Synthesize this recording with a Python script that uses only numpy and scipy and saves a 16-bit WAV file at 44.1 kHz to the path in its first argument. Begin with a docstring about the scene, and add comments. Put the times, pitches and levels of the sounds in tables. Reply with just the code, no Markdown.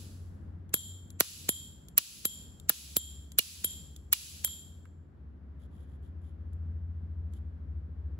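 """Brass lighter, flicked and shut

A flip-top lighter is opened and shut close to a microphone, then turned over in the hands.
Opening, the sprung cam snaps and the free lid rings; shutting, it snaps and the lid slams on the case.
Each snap leaves a bright reverberant wash; the gain control ducks after slams.
Two low machine hums beat in the quiet room."""
import sys
import numpy as np
from scipy import signal
from scipy.fft import rfft, irfft, next_fast_len
from scipy.io import wavfile
from scipy.ndimage import uniform_filter1d, map_coordinates

SR = 44100
rng = np.random.default_rng(int(sys.argv[2]) if len(sys.argv) > 2 else 0)


def pcm_store(signal):
    """Save signal as 16-bit PCM."""
    levels = np.round(np.clip(np.atleast_2d(signal), -1, 1) * 32767)
    wavfile.write(sys.argv[1], SR, levels.astype(np.int16).T)


N = 361179
CLOCK_S = np.arange(N) / SR
AGE_S = np.arange(SR) / SR  # the second after a blow

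# Each row: time in seconds, relative rumble level in dB.
RUMBLE_LEVELS = [(0.0, -55.5), (1.5, -59.5), (5.29, -60), (5.77, -57), (8.19, -57.5)]
# Each row: time in seconds, relative levels of the lower and upper hum in dB.
HUM_LEVELS = [(0.0, -61.5, -50), (0.46, -50.5, -52.5), (0.96, -73, -53.5), (2.33, -74.5, -68.5),
              (3.13, -45.5, -59.5), (3.53, -65.5, -57.5), (3.83, -52.5, -60.5), (5.02, -68, -55.5),
              (5.22, -54, -62), (6.59, -47, -43.5), (6.75, -47.5, -41), (8.19, -42.5, -49)]
# Light touches. Each row: start in seconds, relative levels of tick and knock in dB.
TOUCHES = [(.693, -61.5, -74), (0.7637, -38, -46), (1.104, -45, -64), (1.526, -47.5, -58),
           (1.885, -46, -67), (2.599, -48, -77), (3.319, -43.5, -65.5), (3.963, -43, -78),
           (4.476, -38, -47), (4.855, -64.5, -58), (6.532, -62.5, -73), (7.336, -56.5, -68)]
# Each row: start in seconds, relative levels of snap, ring, thump and wash in dB.
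OPENINGS = [(0.7419, -11, -25, -23.5, -42), (1.4913, -12.5, -24.5, -19.5, -43),
            (2.2538, -14.5, -23, -24.5, -45.5), (2.9675, -12.5, -24, -21.5, -43.5),
            (3.6453, -17, -24, -29, -44.5), (4.4473, -16, -24.5, -36.5, -44.5)]
# Each row: start in seconds, relative levels of snap, slam, case ring, knock, thump and wash in dB.
SHUTTINGS = [(1.2025, -10.5, -11, -27, -18.5, -16, -34.5), (1.9791, -6, -14, -23.5, -26.5, -33, -33),
             (2.6948, -6.5, -22, -34.5, -23, -24.5, -36), (3.3870, -8, -16, -18.5, -44, -24, -34),
             (4.1290, -5.5, -17, -22, -33, -48, -34)]
# Finger slides. Each row: start in seconds, length in seconds, relative level in dB.
STROKES = [(5.59, 0.078, -73), (5.705, 0.16, -75.5), (5.858, 0.12, -78.5), (6.018, 0.078, -76.5),
           (6.213, .11, -77), (7.317, 0.076, -72)]

# Modes. Each row: frequency in Hz, relative level in dB, T60 in seconds.
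LID_MODES = [(3200, -14, .08), (3198, -22, .62), (7197, -25, .55), (7273, -19, .58), (7350, -1, .022),
             (7425, -22, .55), (8414, -6, .03), (10220, -3, .085), (10240, -26, .5), (11585, 2.5, .062),
             (11600, -22, .48), (13500, 5, .008), (15560, -5, .03)]  # lid open
CAM_MODES = [(10300, -10, .016), (11580, -1, .018), (11720, -7, .018), (13450, -5, .008), (15000, -9, .014),
             (15500, -8, .018)]  # cam and spring
CASE_MODES = [(2400, -3.5, .028), (2880, -3, 0.048), (3450, -7, 0.023), (4193, -5.5, 0.03),
              (4500, -10, 0.011), (7800, -8, .015)]  # shut, damped by the hand
# Peaks in the open lid's wash. Each row: centre in Hz, width in Hz, relative level in dB, T60 in seconds.
WASH_PEAKS = [(3230, 150, -3.5, .68), (7310, 260, 2.5, .7), (10220, 90, -4, .45), (11590, 80, -6, .38)]

# Noise spectra. Each row: frequency in Hz, relative density in dB.
ROOM_SPECTRUM = [(15, -42), (25, -16.5), (58, -8), (87, -4.5), (105, -16), (130, -11), (236, -15.5),
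                 (416, -26.5), (887, -37), (1610, -39.5), (2550, -52.5), (3160, -54), (8830, -74),
                 (11300, -69.5), (16000, -77.5)]
SHUT_WASH_SPECTRUM = [(300, -30.5), (1000, -15.5), (2200, -10.5), (2450, -1), (4000, 2), (4700, 3),
                      (5500, 1), (8000, 2.5), (9200, -16.5), (10200, 4.5), (11600, 2.5), (12700, -12.5),
                      (14200, -6), (15600, 0), (16100, -37.5)]
TICK_SPECTRUM = [(200, -30), (1400, -15.5), (2600, -31), (3300, 7), (4300, -4.5), (5800, -7.5), (7400, 7),
                 (9000, -15.5), (10400, 0), (15500, -11.5), (17000, -32)]
KNOCK_SPECTRUM = [(150, -28), (500, -3), (850, -3.5), (1200, 1), (1800, -0.5), (2400, -6), (5000, -37)]
SWELL_SPECTRUM = [(200, -15), (1200, -6.5), (2700, 0), (5000, -5), (7500, 7.5), (9500, -8), (11600, -3.5),
                  (13000, -9.5), (15500, -5.5), (16500, -35.5)]
SNAP_SPECTRUM = [(100, -35), (700, -26.5), (1400, -7), (2200, -22.5), (3500, -5.5), (6000, -17.5),
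                 (8200, -18), (12000, -1), (13500, 2.5), (15500, -2), (17000, -30.5)]
OPEN_WASH_SPECTRUM = [(200, -25), (1500, -13.5), (2400, -15), (2850, -12.5), (3400, 9), (5000, -4.5),
                      (6600, -3.5), (8000, -2.5), (9300, -13.5), (11000, 3), (12300, -9.5), (13500, 3.5),
                      (15600, -2), (16200, -33)]
SLAM_SPECTRUM = [(150, -30), (400, -14), (1000, -14.5), (1900, -8), (2600, -3), (3500, -1.5), (5200, -2),
                 (8000, 2), (11500, -4), (15500, -4), (17000, -22.5)]
SKIN_SPECTRUM = [(500, -12), (2600, -9), (3250, 9), (4200, -5), (6000, -9), (7400, -1.5), (9000, -19),
                 (10300, 3), (12500, -6), (15500, -6), (16500, -35.5)]

# Stereo widths. Each row: frequency in Hz, side minus mid in dB.
ROOM_WIDTH = [(60, -9), (180, -14), (550, 0), (1650, -0.5), (4970, -2), (15000, -4)]
WASH_WIDTH = [(60, -10.5), (290, -13), (640, -1), (3100, -2), (6820, -1), (11600, -2.5), (13500, 16.5),
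              (15300, -0.5)]
CLICK_WIDTH = [(60, -18.5), (130, -14.5), (290, -14), (640, -6.5), (1410, -5.5), (3100, 2), (6820, 0),
               (11600, -3.5), (13500, 14), (15300, -4)]
# Colouring by the cupped hand. Each row: frequency in Hz, gain in dB.
HAND_EQ = [(100, 1), (250, -2), (560, -0.5), (830, -2), (1200, 1.5), (3000, 1.5), (6500, 1.5),
           (17000, -0.5)]


def amp(db):
    """Decibels to gain."""
    return 10 ** (np.asarray(db) / 20)


def gain_at(points, hz):
    """Gain from (Hz, dB) points on a log frequency axis."""
    points_hz, points_db = np.transpose(points)
    return amp(np.interp(np.log(hz + 1), np.log(points_hz + 1), points_db))


def curves(rows):
    """Per-sample curve for each column after the time."""
    times_s, *columns = np.transpose(rows)
    return [np.interp(CLOCK_S, times_s, column) for column in columns]


def wobble(rate_hz):
    """Smooth random curve."""
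    knots = rng.standard_normal(int(N * rate_hz / SR) + 4)
    return map_coordinates(knots, [CLOCK_S * rate_hz])


def fade(t60_s):
    """Exponential decay, one second long."""
    return amp(-60 * AGE_S / t60_s)


def add(track, start_s, sound):
    """Mix a stereo sound into the track."""
    start = round(start_s * SR)
    part = sound[:, max(-start, 0):N - start]
    track[:, max(start, 0):][:, :part.shape[1]] += part


def noise(spectrum, width=CLICK_WIDTH, size=SR):
    """Coloured stereo noise, rms 1."""
    hz = np.fft.rfftfreq(size, 1 / SR)
    angle = np.arctan(gain_at(width, hz))
    bins = rfft(rng.standard_normal((2, size))) * gain_at(spectrum, hz)
    mid, side = irfft(bins * [np.cos(angle), np.sin(angle)], size)
    stereo = np.array([mid + side, mid - side])
    return stereo / np.sqrt(np.mean(stereo ** 2) + 1e-20)


def equalise(x, points, top_hz=17150):
    """Filter by (Hz, dB) points and band-limit."""
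    size = next_fast_len(N + SR)
    hz = np.fft.rfftfreq(size, 1 / SR)
    passband = np.clip((top_hz - hz) / 400, 0, 1) ** 2
    return irfft(rfft(x, size) * gain_at(points, hz) * passband, size)[:, :N]


def ring(modes, scatter_db=2.0):
    """Struck modes of random strength; each meets the two microphone ports at its own phase."""
    out = np.zeros((2, SR))
    for hz, db, t60_s in modes:
        spread_rad = np.arctan(gain_at(CLICK_WIDTH, hz)) * np.array([[1], [-1]])
        phase = 2 * np.pi * (hz * AGE_S + rng.random()) + spread_rad
        out += amp(db + scatter_db * rng.normal()) * fade(t60_s) * np.sin(phase)
    return out


def room_rumble():
    """Low noise, drifting in level."""
    level_db = curves(RUMBLE_LEVELS)[0] + 6 + .7 * wobble(rate_hz=7)
    return amp(level_db) * noise(ROOM_SPECTRUM, ROOM_WIDTH, size=N)


def hum(hz, db, waver_hz=.5, waver_db=1.4, octave_db=-21):
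    """Unsteady tone with a weak octave."""
    phase = 2 * np.pi * np.cumsum(hz + waver_hz * wobble(rate_hz=5.1)) / SR
    tone = np.sin(phase) + amp(octave_db) * np.sin(2 * phase)
    return np.sqrt(2) * amp(db + waver_db * wobble(rate_hz=11)) * tone


def machine_hums(start_hz=90.7, end_hz=83.6, midpoint_s=2.1, tau_s=.35, lower_ratio=.836):
    """Two hums beat and sink in pitch together."""
    upper_hz = end_hz + (start_hz - end_hz) / (1 + np.exp((CLOCK_S - midpoint_s) / tau_s))
    lower_db, upper_db = curves(HUM_LEVELS)
    return hum(lower_ratio * upper_hz, lower_db + 2) + hum(upper_hz, upper_db + 3.5)


def shut_wash():
    """Reverberation of the slam."""
    return noise(SHUT_WASH_SPECTRUM, WASH_WIDTH) * fade(t60_s=.86)


def touches(ring_db=-16):
    """Lid, hinge and fingernail tick lightly; the lid rings faintly."""
    out = np.zeros((2, N))
    for start_s, tick_db, knock_db in TOUCHES:
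        tick = noise(TICK_SPECTRUM) * fade(t60_s=.015)
        knock = amp(knock_db) * noise(KNOCK_SPECTRUM) * fade(t60_s=.03)
        add(out, start_s, amp(tick_db) * (tick + amp(ring_db) * ring(LID_MODES)) + knock)
    return out


def click_swell():
    """A brief hiss swells into each click, peaking at 1 s."""
    return noise(SWELL_SPECTRUM) * fade(t60_s=.018)[::-1]


def thump(start_hz, end_hz, glide_s, t60_s):
    """A short low thump whose pitch falls quickly."""
    hz = end_hz + (start_hz - end_hz) / (1 + AGE_S / glide_s) ** 2
    attack = 1 - np.exp(-2 * AGE_S / glide_s)
    return np.sin(2 * np.pi * np.cumsum(hz) / SR) * attack * fade(t60_s)


def open_wash():
    """Reverberation of the open lid: broad hiss plus resonant bands."""
    out = amp(-3) * noise(OPEN_WASH_SPECTRUM, WASH_WIDTH) * fade(t60_s=.67)
    for hz, width_hz, db, t60_s in WASH_PEAKS:
        band = [(hz + k * width_hz, -10 * np.log10(1 + (2 * k) ** 4)) for k in np.arange(-12, 13) / 2]
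        band.append((hz + 10 * width_hz, -120))
        out += amp(db) * noise(band, WASH_WIDTH) * fade(t60_s)
    return out


def lid_opens():
    """The cam throws the lid against its stop; the lid rings."""
    out = np.zeros((2, N))
    for start_s, snap_db, ring_db, thump_db, wash_db in OPENINGS:
        add(out, start_s - 1, amp(snap_db - 11.5) * click_swell())
        snap = amp(snap_db) * noise(SNAP_SPECTRUM) * (fade(t60_s=.0063) + amp(-19) * fade(t60_s=.04))
        lid = amp(ring_db) * ring(LID_MODES)
        low = amp(thump_db + 5) * thump(start_hz=850, end_hz=66.9, glide_s=.003, t60_s=.02)
        add(out, start_s, snap + lid + low + amp(wash_db - .5) * open_wash())
    return out


def lid_shuts(flight_s=.0043):
    """The cam snaps over; the lid hits the case and jolts the cam again."""
    out = np.zeros((2, N))
    add(out, -.2, amp(-40.5) * shut_wash())  # tail of an earlier slam
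    for start_s, snap_db, slam_db, case_db, knock_db, thump_db, wash_db in SHUTTINGS:
        add(out, start_s - 1, amp(snap_db - 19) * click_swell())
        crack = amp(-7) * noise(SNAP_SPECTRUM) * fade(t60_s=.009)
        add(out, start_s, amp(snap_db) * (ring(CAM_MODES) + crack))
        slam_s = start_s + flight_s
        lead_in = amp(case_db) * noise(SLAM_SPECTRUM) * fade(t60_s=.0087)[::-1]
        add(out, slam_s - 1, lead_in)  # peaks at the slam
        impact = noise(SLAM_SPECTRUM) * fade(t60_s=.011)
        slam = amp(slam_db + .5) * (impact + amp(-3.5) * ring(CAM_MODES))
        case = amp(case_db) * ring(CASE_MODES) * amp([[-3.5], [2.2]])
        # trapped air knocks; the room answers briefly
        knock = amp(knock_db) * noise(KNOCK_SPECTRUM) * (fade(t60_s=.015) + amp(-26) * fade(t60_s=.2))
        low = amp(thump_db + 4) * thump(start_hz=1090, end_hz=69, glide_s=.0033, t60_s=.022)
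        add(out, slam_s, slam + case + knock + low + amp(wash_db) * shut_wash())
    return out


def finger_rubs():
    """Skin catches on brass in tiny grains, waking the lid's lowest resonance."""
    out = np.zeros((2, N))
    for start_s, length_s, db in STROKES:
        arch = np.sqrt(np.abs(np.sin(np.pi * np.minimum(AGE_S / length_s, 1))))
        grip = amp(2.8 * wobble(rate_hz=370)[:SR])
        add(out, start_s, amp(db - 2) * arch * grip * noise(SKIN_SPECTRUM, WASH_WIDTH))
    return out


def gain_control(x, threshold_db=-25.5, attack_s=.016, recovery_db_per_s=41):
    """Too slow for a loud click, it ducks what follows, then recovers steadily."""
    power = np.abs(uniform_filter1d(np.mean(x ** 2, axis=0), size=441))
    excess_db = np.maximum(10 * np.log10(power + 1e-12) - threshold_db, 0)
    recovered_db = recovery_db_per_s * CLOCK_S
    cut_db = np.maximum.accumulate(excess_db + recovered_db) - recovered_db
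    lag = AGE_S * np.exp(-2 * AGE_S / attack_s)
    return x * amp(-signal.fftconvolve(cut_db, lag / lag.sum())[:N])


def scene():
    """The lighter in a cupped hand, over the room."""
    lighter = lid_opens() + lid_shuts() + touches() + finger_rubs()
    room = (room_rumble() + machine_hums()) * amp([[.9], [-.9]])
    return equalise(lighter, HAND_EQ) + room


def record(dry):
    """Gain control, soft clip, low cut and band limit."""
    ducked = gain_control(dry)
    clipped = ducked / (1 + (ducked / .85) ** 4) ** (1 / 4)
    return equalise(clipped, [(20, -30.5), (32, -17.5), (48, 0)])


dry = scene()
out = record(dry)
pcm_store(out)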